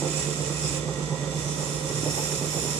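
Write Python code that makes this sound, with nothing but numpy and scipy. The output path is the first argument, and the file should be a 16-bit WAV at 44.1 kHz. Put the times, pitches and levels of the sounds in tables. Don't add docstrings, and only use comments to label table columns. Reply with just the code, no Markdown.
import sys
import numpy as np
from scipy import signal
from scipy.fft import rfft, irfft
from scipy.io import wavfile

SR = 44100
rng = np.random.default_rng(int(sys.argv[2]) if len(sys.argv) > 2 else 0)


def store_pcm(level_fs):
    pcm = np.round(np.clip(level_fs, -1, 1) * 32767).astype(np.int16)
    wavfile.write(sys.argv[1], SR, np.atleast_2d(pcm).T)


N = 123039
T = np.arange(N) / SR
HZ = np.maximum(np.arange(N // 2 + 1) * SR / N, 1)
TURN_S = .24
WHEEL_PAN_DB, RUMBLE_PAN_DB = -7.5, -6


def from_db(db):
    return 10 ** (np.asarray(db) / 20)


def pan(db):
    gains = from_db([[db / 2], [-db / 2]])
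    return gains / np.sqrt(np.mean(gains ** 2))


def drift(rate_hz):
    pole = np.exp(-2 * np.pi * rate_hz / SR)
    slow = signal.lfilter([1], [1, -2 * pole, pole * pole], rng.standard_normal(N + SR))
    slow = slow[SR:]
    return slow / slow.std()


def over_time(points):
    return np.interp(T, *np.transpose(points))


def over_hz(points, axis=1):
    points = np.array(points)
    return np.interp(np.log(HZ), np.log(points[:, 0]), points[:, axis])


def resonance(hz, width, db):
    return from_db(db) ** 2 / (1 + 2 * ((HZ - hz) / width) ** 2) ** 2


def two_sided_resonances(rows):
    return sum(resonance(hz, width, [[left], [right]]) for hz, width, left, right in rows)


def bump(centre_s, spread_s):
    return np.exp(-((T - centre_s) / spread_s) ** 2 / 2)


def noise(power, likeness=0):
    mid, side = rfft(rng.standard_normal((2, N)))
    opposed = side * np.array([[1], [-1]])
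    both = np.sqrt(1 + likeness) * mid + np.sqrt(1 - likeness) * opposed
    return irfft(both * np.sqrt(power * SR) / 2, N)


def tone(hz, db):
    return np.sqrt(2) * from_db(db) * np.sin(2 * np.pi * np.cumsum(hz) / SR)


def twice_a_turn(peak_s):
    return np.cos(2 * np.pi * 2 * (T - peak_s) / TURN_S)


# f/Hz, correlation
LIKENESS = [(70, 0), (160, 0.83), (400, 0.91), (700, 0.41), (1200, 0.45), (3000, 0)]
# f/Hz, level per Hz/dB
RUMBLE = [(20, -101), (48, -97), (85, -70.5), (125, -62.5), (190, -63), (260, -65), (480, -67), (680, -71),
          (1000, -74), (1300, -73), (1550, -85), (5000, -108)]
# f/Hz, width/Hz, level per Hz/dB
FRAME = [(110, 4.2, -73), (297.5, 13.6, -60), (333.7, 7.1, -57.5), (363, 14.5, -60.5), (431.4, 57, -60),
         (528.2, 27.4, -57.5), (597, 12, -65.5), (864, 34, -69)]
SWELL_DB, SWELL_PEAK_S = 1.18, 0.048


def rumble():
    power = from_db(over_hz(RUMBLE)) ** 2 + sum(resonance(*row) for row in FRAME)
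    return noise(power, over_hz(LIKENESS)) * from_db(SWELL_DB * twice_a_turn(SWELL_PEAK_S))


# t/s, spread/s, gain/dB
RUBS = [(.04, 0.021, 5), (.893, 0.0099, 3), (1.135, 0.024, 0.5), (2.069, 0.022, 5), (2.191, 0.025, 4.5),
        (2.575, 0.03, 1)]
# f/Hz, width/Hz, level per Hz/dB
RUB_RINGS = [(528, 53, -58), (852, 140, -64.5)]


def rubs():
    rubbing = sum(from_db(db) * bump(s, spread) for s, spread, db in RUBS)
    return rubbing * noise(sum(resonance(*row) for row in RUB_RINGS), over_hz(LIKENESS))


# t/s, first knock's peak level/dB, decay time/s
JUDDERS = [(.022, -20, 0.07), (.403, -23.5, 0.013), (.502, -24, 0.029), (.708, -26, 0.012),
           (.883, -23.5, 0.011), (.969, -26, 0.05), (1.902, -25.5, 0.023), (2.033, -21, 0.0067),
           (2.062, -19, 0.023), (2.18, -30, .016), (2.412, -22, 0.052), (2.55, -26.5, 0.051),
           (2.651, -22, 0.014)]
KNOCK_GAP_S, KNOCK_UNEVEN, KNOCK_BAND_HZ = .0075, 0.1767, (250, 510)


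def judders():
    clicks = np.zeros(N + SR)
    for s, db, decay in JUDDERS:
        gaps = KNOCK_GAP_S * np.exp(KNOCK_UNEVEN * rng.standard_normal(size=14))
        after = np.cumsum(gaps) - gaps[0]
        clicks[((s + after) * SR).astype(int)] += from_db(db) * np.exp(-after / decay)
    body = signal.butter(2, KNOCK_BAND_HZ, "band", fs=SR, output="sos")
    knock = signal.sosfilt(body, signal.unit_impulse(SR // 20))
    return signal.fftconvolve(clicks, knock / np.abs(knock).max())[:N]


# t/s, level/dB
GROAN_LEVEL = [(1.88, -75), (1.97, -37), (2.17, -47), (2.33, -64), (2.46, -44), (2.62, -54)]
GROAN_HZ, GROAN_JITTER_HZ = 108.9, 5.1


def groan():
    return tone(GROAN_HZ + GROAN_JITTER_HZ * drift(9.8), over_time(GROAN_LEVEL))


RUMBLE_ROUGH_DB, RUMBLE_ROUGH_HZ = 0.98, 71


def wheel_head():
    roughness = from_db(RUMBLE_ROUGH_DB * drift(RUMBLE_ROUGH_HZ))
    return pan(RUMBLE_PAN_DB) * ((rumble() + rubs()) * roughness + judders() + groan())


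# t/s into the turn, level/dB before HUM_DB, f/Hz before its mean moves to HUM_ORDER
HUM = [(0, -37, 141), (.025, -31.5, 148), (.07, -31.5, 150), (.1, -33, 155), (.125, -38.5, 152),
       (.15, -31, 150), (.175, -27, 152), (.198, -37, 148), (.213, -45, 185), (.226, -34.5, 140)]
HUM_ORDER, HUM_DB, HUM_WAVER_DB = 36, 1, 0.93


def hum():
    s, db, hz = np.transpose(HUM)
    level = np.interp(T, s, db, period=TURN_S)
    pitch = np.interp(T, s, hz, period=TURN_S)
    centred_pitch = pitch - pitch.mean() + HUM_ORDER / TURN_S
    return tone(centred_pitch, HUM_DB + level + HUM_WAVER_DB * drift(16))


THROB_ORDERS, THROB_DB = (15, 17), (-52, -47)
THROB_PEAK_S, THROB_WAVER_DB = 0.098, 2.8


def throb():
    out = 0
    for order, db in zip(THROB_ORDERS, THROB_DB):
        gain = np.sqrt(2) * from_db(db + THROB_WAVER_DB * drift(4.4))
        out = out + gain * np.cos(2 * np.pi * order * (T - THROB_PEAK_S) / TURN_S)
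    return out


# t/s, gain/dB
DRIVE_LEVEL = [(1.2, -0.3), (2, -1.5)]
UPPER_ORDERS, UPPER_DB = (42, 56), (-44.5, -53)


def drive():
    upper = sum(tone(np.full(N, order / TURN_S), db) for order, db in zip(UPPER_ORDERS, UPPER_DB))
    return pan(WHEEL_PAN_DB) * (hum() + throb() + upper) * from_db(over_time(DRIVE_LEVEL))


# f/Hz, width/Hz, left level per Hz/dB, right level per Hz/dB
MOTOR_RINGS = [(1917, 51, -71.5, -65.5), (3533, 51, -75, -67), (1347, 54, -75.5, -70.5)]
# f/Hz, level/dB, jitter/Hz, swing/Hz, flutter/dB, left-right difference/dB, right lag/s
WHINES = [(1943, -51.5, 14.07, 14.7, -1.5, 1, 0.0012), (3486, -54, 11.7, 4.8, 0.5, -1, 0),
          (1053, -56.5, 2.74, 1.1, 1, -3, 0)]
SAG_S = 0.0625


def whines():
    out = noise(two_sided_resonances(MOTOR_RINGS))
    for hz, db, jitter, swing, flutter_db, pan_db, lag in WHINES:
        pitch = hz + jitter * drift(62) - swing * twice_a_turn(SAG_S)
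        left = tone(pitch, db + flutter_db * drift(26))
        right = np.interp(T - lag, T, left)
        out = out + pan(pan_db) * np.array([left, right])
    return out


# t/s, level/dB
SING_LEVEL = [(.95, -60), (1.14, -43.5), (1.25, -54), (1.65, -50.5), (1.9, -53), (2.6, -59), (2.7, -44),
              (2.79, -53)]
SING_HZ, SING_JITTER_HZ = 983, 5.07


def singing():
    pitch = SING_HZ + SING_JITTER_HZ * drift(21.2)
    return pan(RUMBLE_PAN_DB) * tone(pitch, over_time(SING_LEVEL))


REFLECTION_GAIN, REFLECTION_SPAN_S = 0.5, .008


def near_path(count=8):
    delays = rng.uniform(0, REFLECTION_SPAN_S, (count, 1))
    path = 1 + REFLECTION_GAIN * np.exp(-2j * np.pi * HZ * delays).sum(axis=0)
    return path / np.sqrt(np.mean(np.abs(path) ** 2))


NEAR_SHARE = 0.38


def clay_hiss(power, paths):
    white = rfft(rng.standard_normal((3, N)))
    near, diffuse = paths * white[2], white[:2]
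    both = np.sqrt(NEAR_SHARE) * near + np.sqrt(1 - NEAR_SHARE) * diffuse
    return irfft(both * np.sqrt(power * SR / 2), N)


def side_powers(colour):
    return from_db([over_hz(colour, axis=1), over_hz(colour, axis=2)]) ** 2


# t/s, gain/dB
FIRST_STROKE = [(0, 2), (.03, -2.5), (.1, 0), (.18, 1.5), (.3, -1.5), (.39, -2.5), (.56, -2.5), (.68, 1),
                (.78, -1), (.83, -13), (.95, -50)]
SECOND_STROKE = [(1.2, -35), (1.33, -9), (1.4, -5), (1.54, -5.5), (1.63, -3.5), (1.79, -3), (1.815, -6),
                 (1.93, -3), (2.02, -2), (2.1, -0.5), (2.27, -0.5), (2.44, -2), (2.56, -0.5), (2.71, 0),
                 (2.79, -2)]
# f/Hz, left level per Hz/dB, right level per Hz/dB
SKIM_HISS = [(1200, -101, -90), (2280, -84, -76.5), (4660, -83, -79), (6000, -74.5, -75),
             (7760, -88, -69.5), (8730, -93, -81.5), (10720, -105, -84.5), (13600, -122, -110)]
FIRST_HISS = [(1210, -86, -80.5), (2600, -81, -74), (4450, -80.5, -76), (5630, -67, -70.5),
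              (6500, -80, -73), (7850, -86, -65.5), (8600, -90, -72.5), (9900, -90, -71.5),
              (11100, -102, -87.5), (12700, -114, -85.5), (14500, -115, -98)]
SECOND_HISS = [(1200, -91, -77.5), (2500, -77, -76), (4570, -82, -75), (5940, -69, -69), (6600, -77, -77),
               (8640, -85, -67), (9300, -84, -73.5), (10200, -99, -84), (11300, -101, -82),
               (12200, -104, -81), (13900, -115, -98)]
# f/Hz, width/Hz, left level per Hz/dB, right level per Hz/dB
FIRST_GRIP = [(2570, 130, -72, -66.5), (5440, 99, -70, -65), (7100, 170, -65, -55.5),
              (7960, 500, -80, -65.5)]
SECOND_GRIP = [(2570, 110, -81, -67), (5376, 150, -57.5, -62), (5760, 220, -73, -65.5),
               (7050, 270, -77, -57.5), (7240, 550, -78, -61.5), (9560, 160, -89, -67),
               (10170, 510, -87, -67.5)]
# t/s, spread/s, f/Hz, width/Hz, left level per Hz/dB, right level per Hz/dB
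BITES = [(.662, 0.024, 5200, 420, -62.5, -63), (1.492, 0.057, 5930, 193, -63, -62.5),
         (1.68, 0.14, 8950, 216, -88, -67), (1.657, 0.017, 7100, 197, -69, -56),
         (2.2, .09, 12540, 595, -100, -73), (2.58, 0.15, 12640, 600, -97, -75)]
RING_GROWTH = 1.86
RIGHT_LEAD_S = .000304
GRIT_DB, GRIT_HZ, CHATTER_DB, CHATTER_HZ = 0.88, 480, .5, 24


def tool():
    lead = np.exp(2j * np.pi * HZ * RIGHT_LEAD_S)
    paths = np.array([near_path(), near_path() * lead])
    cut = clay_hiss(side_powers(SKIM_HISS), paths)
    strokes = ((FIRST_STROKE, FIRST_HISS, FIRST_GRIP), (SECOND_STROKE, SECOND_HISS, SECOND_GRIP))
    for stroke, colour, grip in strokes:
        pressure_db = over_time(stroke)
        hiss = clay_hiss(side_powers(colour), paths)
        ringing = clay_hiss(two_sided_resonances(grip), paths)
        cut = cut + from_db(pressure_db) * hiss + from_db(RING_GROWTH * pressure_db) * ringing
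    for s, spread, *ring in BITES:
        cut = cut + bump(s, spread) * clay_hiss(two_sided_resonances([ring]), paths)
    return cut * from_db(GRIT_DB * drift(GRIT_HZ) + CHATTER_DB * drift(CHATTER_HZ))


def scene():
    return wheel_head() + drive() + whines() + singing() + tool()


def record(dry):
    return signal.sosfilt(signal.ellip(10, .2, 80, 13800, fs=SR, output="sos"), dry)


dry = scene()
out = record(dry)
store_pcm(out)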